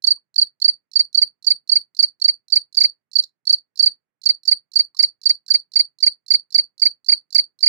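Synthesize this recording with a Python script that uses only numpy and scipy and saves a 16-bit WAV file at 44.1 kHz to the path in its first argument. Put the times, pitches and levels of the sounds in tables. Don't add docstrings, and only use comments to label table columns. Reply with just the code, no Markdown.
import sys
import numpy as np
from scipy import signal
from scipy.fft import rfft, irfft
from scipy.io import wavfile
from scipy.ndimage import uniform_filter1d

SR = 44100
rng = np.random.default_rng(int(sys.argv[2]) if len(sys.argv) > 2 else 0)


def write(x):
    x = np.atleast_2d(x).T
    wavfile.write(sys.argv[1], SR, np.round(np.clip(x, -1, 1) * 32767).astype(np.int16))

N = 338688


def undb(db):
    return 10 ** (np.asarray(db) / 20)


def add(track, s, sound):
    start = max(int(s * SR), 0)
    part = sound[..., :max(N - start, 0)]
    track[..., start:start + part.shape[-1]] += part


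def noise(points):
    hz, db = np.transpose(points)
    bins = np.maximum(np.arange(N // 2 + 1) * SR / N, 1)
    gain = undb(np.interp(np.log(bins), np.log(hz), db))
    shaped = irfft(rfft(rng.standard_normal((2, N))) * gain, N)
    return shaped / shaped.std()


def wobble(t, rate):
    return np.interp(t * rate, np.arange(256), rng.standard_normal(256))


def band(x, low_hz, high_hz):
    return signal.sosfiltfilt(signal.butter(4, [low_hz, high_hz + 1], "band", fs=SR, output="sos"), x)


def ports(left_db):
    return np.array([[undb(left_db)], [1]])


# frequency in Hz, relative level in dB.
SCRAPE_SPECTRUM = [(1000, -35), (2900, -43.5), (3700, -18.5), (4500, -2.5), (5200, 3.5), (6300, -10.5),
                   (7200, -6), (8100, -24), (9500, -22), (12000, -19.5), (15500, -43)]
# start, run-up to the first full stroke and wing period in seconds;
# number of full strokes; relative levels in dB of the first stroke, the last stroke, the first touch,
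# the first stroke's scrape and the later strokes' scrape.
CHIRPS = [(.022, .049, .0338, 2, .2, .6, -4.4, -24, -39), (.342, .0383, .0343, 2, .3, -.2, -8.5, -41, -32),
          (.600, .0435, .036, 2, 1, 3.1, -5.5, -34, -42), (.915, .041, .0365, 2, 1.3, 3.3, -30, -44, -30),
          (1.128, .046, .0423, 2, 1.2, 3.3, -3.5, -32, -39),
          (1.425, .043, .035, 2, 1.2, 3.3, -25, -30, -30),
          (1.675, .0423, .038, 2, 1.4, 3.2, -5.5, -37, -33),
          (1.948, .0417, .038, 2, 1.7, 3.6, -28, -47, -25), (2.199, .044, .0373, 2, .3, 4.5, -6, -28, -37),
          (2.482, .0407, .0354, 2, 1.7, 3.5, -32, -44, -24),
          (2.726, .0453, .0332, 3, 2.3, 5.8, -24, -29, -25),
          (3.115, .039, .0313, 2, -1.5, 0, -28, -44, -31), (3.453, .0413, .0337, 2, -1, .6, -5.5, -29, -26),
          (3.757, .0367, .0332, 3, .5, 3, -27, -28, -27), (4.216, .0426, .0313, 2, -.8, 3.7, -26, -26, -29),
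          (4.433, .0444, .0354, 2, 1.4, 3.6, -25, -29, -31),
          (4.717, .040, .0335, 2, 1.7, 3.5, -27, -34, -28),
          (4.947, .0444, .0378, 2, 3.1, 4.6, -26, -31, -22), (5.215, .0415, .0378, 2, 2, 4, -28, -33, -23),
          (5.463, .040, .0374, 2, 2.3, 4.6, -25, -34, -25), (5.718, .039, .035, 2, 3.5, 4.8, -26, -42, -30),
          (5.986, .0403, .037, 2, 3.4, 4.7, -26, -40, -27),
          (6.263, .0407, .0334, 2, 3.4, 4.8, -27, -41, -30),
          (6.505, .041, .0343, 2, 3.5, 4.9, -26, -25, -30), (6.779, .039, .0354, 2, 3.7, 5, -25, -44, -32),
          (7.045, .040, .033, 2, 3.9, 5.4, -28, -44, -31), (7.305, .0447, .031, 2, 3.5, 5.6, -22, -20, -28),
          (7.589, .0385, .0334, 2, 3.9, 6.8, -27, -44, -31)]


def wing_flicks(wing_hz=4400, sag_hz=400, ring_s=.0051, start_hz=4500, end_hz=13500, flick_db=-37):
    tones, friction = np.zeros(N), np.zeros(N)
    t = np.arange(SR // 50) / SR
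    rise = 1 - np.exp(-(t / .0008) ** 2)
    fade = rise * np.exp(-(t / ring_s) ** 2)
    share = np.minimum(t / .0055, 1)
    ring = np.sin(2 * np.pi * np.cumsum(wing_hz - sag_hz * share) / SR)
    for s, *_ in CHIRPS:
        teeth_hz = start_hz + (end_hz - start_hz) * share + 500 * wobble(t, 2200)
        sweep = np.sin(np.pi * share) * np.sin(2 * np.pi * np.cumsum(teeth_hz) / SR)
        add(tones, s, undb(flick_db) * fade * (ring + undb(-11) * sweep))
        add(friction, s, undb(flick_db - 9) * fade)
    return ports(-22.5) * (tones + friction * noise(SCRAPE_SPECTRUM))


LOCK_DB = -16
USUAL_SCRAPE_DB = -32


def stroke_plan(stroke_s=.0208, force_s_per_db=.0006, hurry_s_per_db=.00006):
    left_offset_db, left_later_db = -14.1, -8
    for s, run_up, period, count, first_db, last_db, touch_db, first_scrape, later_scrape in CHIRPS:
        locked = touch_db > LOCK_DB
        if locked:
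            length = max(.021 + .0017 * touch_db, .004)
            yield s + .0185, length, touch_db, touch_db + left_offset_db, -37
        for k, right_db in enumerate(np.linspace(first_db, last_db, round(count))):
            left_db = left_later_db if k or locked else right_db + left_offset_db
            scrape_db = later_scrape if k else first_scrape
            hurry_db = scrape_db - USUAL_SCRAPE_DB
            length = stroke_s + force_s_per_db * right_db - hurry_s_per_db * hurry_db
            yield s + run_up + k * period, length, right_db, left_db, scrape_db


def rough_overtone(t, phase):
    return (1 + .35 * wobble(t, 600)) * np.sin(phase + .35 * wobble(t, 900))


STROKE_ENVELOPE = [(0, .02, 0), (.09, .17, .33), (.23, .48, .68), (.41, .85, .92), (.56, 1, 1),
                   (.68, .92, .7), (.79, .78, .45), (.91, .25, .14), (1.12, .06, .04)]


def whistle(length, hz, fall_hz, right_db, left_db, jitter_hz=16, slip_hz=220, port_lag_s=.00055):
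    t = np.arange(int(1.12 * length * SR)) / SR
    share = t / length
    pitch = hz - fall_hz * share ** 3.1 + jitter_hz * wobble(t, 900)
    pitch += slip_hz * np.exp(-t / .0009)
    phase = 2 * np.pi * (np.cumsum(pitch) / SR - pitch * np.array([[port_lag_s], [0]]))
    at, *sides = np.transpose(STROKE_ENVELOPE)
    left, right = (np.interp(share, at, side) for side in sides)
    right = right ** (.8 + .06 * max(right_db, 0))
    swell = np.array([undb(left_db) * left, undb(right_db) * right])
    swell = uniform_filter1d(swell, size=30, mode="constant") * undb(.4 * wobble(t, 380))
    taper = np.clip(np.minimum(t / .0008, (1.12 - share) / .2), 0, 1)
    swell *= np.sin(np.pi / 2 * taper) ** 2
    brightness = undb(1.5 * rng.standard_normal(2))
    second = brightness[0] * undb([[-32], [-35]]) * rough_overtone(t, 2 * phase)
    third = brightness[1] * undb([[-48], [-45]]) * rough_overtone(t, 3 * phase)
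    fundamental = (1 + .028 * wobble(t, 1500)) * np.sin(phase)
    return swell * (fundamental + second + third), swell[1]


def wing_strokes(wing_hz=4672, in_tune_db=2.5, flat_hz_per_db=19, catch_s=.0024, rasp_db=-34):
    song, friction, effort = np.zeros((2, N)), np.zeros(N), np.zeros(N)
    t = np.arange(SR // 50) / SR - .01
    catch = np.exp(-(t / catch_s) ** 2)
    for s, length, right_db, left_db, scrape_db in stroke_plan():
        hz = wing_hz - flat_hz_per_db * max(in_tune_db - right_db, 0)
        fall_hz = 540 + 12 * right_db + 4 * (scrape_db - USUAL_SCRAPE_DB)
        tone, swell = whistle(length, hz, fall_hz, right_db, left_db)
        add(song, s, tone)
        add(effort, s, swell)
        add(friction, s + .0002 + t[0], undb(scrape_db + 5.5) * catch)
    scrape = ports(-9.5) * noise(SCRAPE_SPECTRUM) * (friction + undb(rasp_db) * effort)
    return song + scrape, effort


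# frequency in Hz, relative level in dB.
BACKGROUND_SPECTRUM = [(25, -15.5), (60, -16), (120, 1.5), (220, -.5), (400, -4.5), (800, -10),
                       (2000, -9.5), (4000, -31)]


def background(effort, settle_hz=5, direct_db=-57, linger_db=-55, floor_db=-89):
    linger = signal.sosfilt(signal.butter(1, settle_hz, fs=SR, output="sos"), effort)
    envelope = undb(direct_db) * effort + undb(linger_db) * linger + undb(floor_db)
    return ports(-10.5) * noise(BACKGROUND_SPECTRUM) * envelope


# build-up in seconds,
# level per 20 ms in dB, time to decay by 60 dB in seconds.
REFLECTIONS = [(.003, -16, .105), (.013, -25, .13)]


def room(x, wall_s=.05, wall_db=-35, slap_s=.008):
    t = np.arange(SR // 5) / SR
    fade = np.array([np.minimum(t / build, 1) * undb(db - 60 * np.maximum(t - build, 0) / t60)
                     for build, db, t60 in REFLECTIONS])
    fade[1] += undb(wall_db) * np.exp(-((t - wall_s) / slap_s) ** 2)
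    response = (t > .003) * fade * rng.standard_normal(fade.shape) / np.sqrt(SR / 50)
    beam = undb(9) * band(x, 8400, 9800) + undb(-1) * band(x, 12900, 14200)
    tub = undb(-4) * band(x, 3400, 4250)
    return signal.fftconvolve((x + beam + tub)[None], response, axes=1)[:, :N]


# start in seconds, frequency in Hz, level in dB.
STRAW_TICKS = [(.175, 1070, -55.5), (4.947, 1097, -47), (5.493, 1590, -43)]


def straw_ticks(ring_s=.004, spread_hz=90):
    ticks = np.zeros(N)
    t = np.arange(SR // 20) / SR
    fade = (1 - np.exp(-t / .00059)) * np.exp(-t / ring_s)
    for s, hz, db in STRAW_TICKS:
        pitch = hz + spread_hz * wobble(t, 800)
        add(ticks, s, undb(db) * fade * np.sin(2 * np.pi * np.cumsum(pitch) / SR))
    return ports(-7.5) * ticks


# time in seconds, ring in Hz, level in dB.
SLIPS = [(3.227, 4480, -28), (3.24, 4450, -22)]


def light_touches(wing_hz=4480, rebound_s=.0068, rebound_db=-9):
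    for s, run_up, _, _, _, _, touch_db, *_ in CHIRPS:
        if touch_db <= LOCK_DB:
            contact = s + .53 * run_up
            yield contact, wing_hz, touch_db
            yield contact + rebound_s, wing_hz, touch_db + rebound_db
    yield from SLIPS


def wing_brushes(width_s=.0028, scrape_db=-9.5):
    rings, friction = np.zeros(N), np.zeros(N)
    t = np.arange(SR // 50) / SR - .01
    swell = np.exp(-(t / width_s) ** 2)
    for s, wing_hz, db in light_touches():
        pitch = wing_hz - 450 * np.tanh(t / .004) + 180 * wobble(t, 1200)
        add(rings, s + t[0], undb(db) * swell * np.sin(2 * np.pi * np.cumsum(pitch) / SR))
        add(friction, s + t[0], undb(db + scrape_db) * swell)
    return ports(-19) * (rings + friction * noise(SCRAPE_SPECTRUM))


def scene():
    song, effort = wing_strokes()
    direct = song + wing_flicks() + wing_brushes() + straw_ticks()
    return direct + room(direct[1]) + background(effort)


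# frequency in Hz, relative level in dB.
SPUTTER_SPECTRUM = [(25, -11), (60, -15), (130, 5.5), (420, 4.5), (750, 0), (1200, -11), (1850, -5),
                    (3000, -11), (5500, -6), (8000, -10), (12000, -16), (15500, -16)]


def overload(x, ceiling=1.13, rate_hz=16000, smooth_hz=8500, sputter_db=-19.5):
    slow = signal.resample_poly(x, rate_hz, SR)
    excess = slow - np.clip(slow, -ceiling, ceiling)
    excess = np.interp(np.arange(N) / SR, np.arange(len(slow)) / rate_hz, excess)
    depth = np.sqrt(np.abs(uniform_filter1d(np.abs(excess), size=60)))
    folded = x - signal.sosfiltfilt(signal.butter(2, smooth_hz, fs=SR, output="sos"), excess)
    return folded + undb(sputter_db) * depth * noise(SPUTTER_SPECTRUM)[0]


def limiter(x, top=.645, knee=5.4):
    power = uniform_filter1d(uniform_filter1d(x ** 2, size=29), size=19)
    envelope = np.sqrt(2 * np.abs(power))
    return x / (1 + (envelope / top) ** knee) ** (1 / knee)


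def record(dry):
    held = np.array([limiter(overload(port)) for port in dry])
    return signal.sosfilt(signal.ellip(10, .2, 90, 15800, fs=SR, output="sos"), held)


dry = scene()
out = record(dry)
write(out)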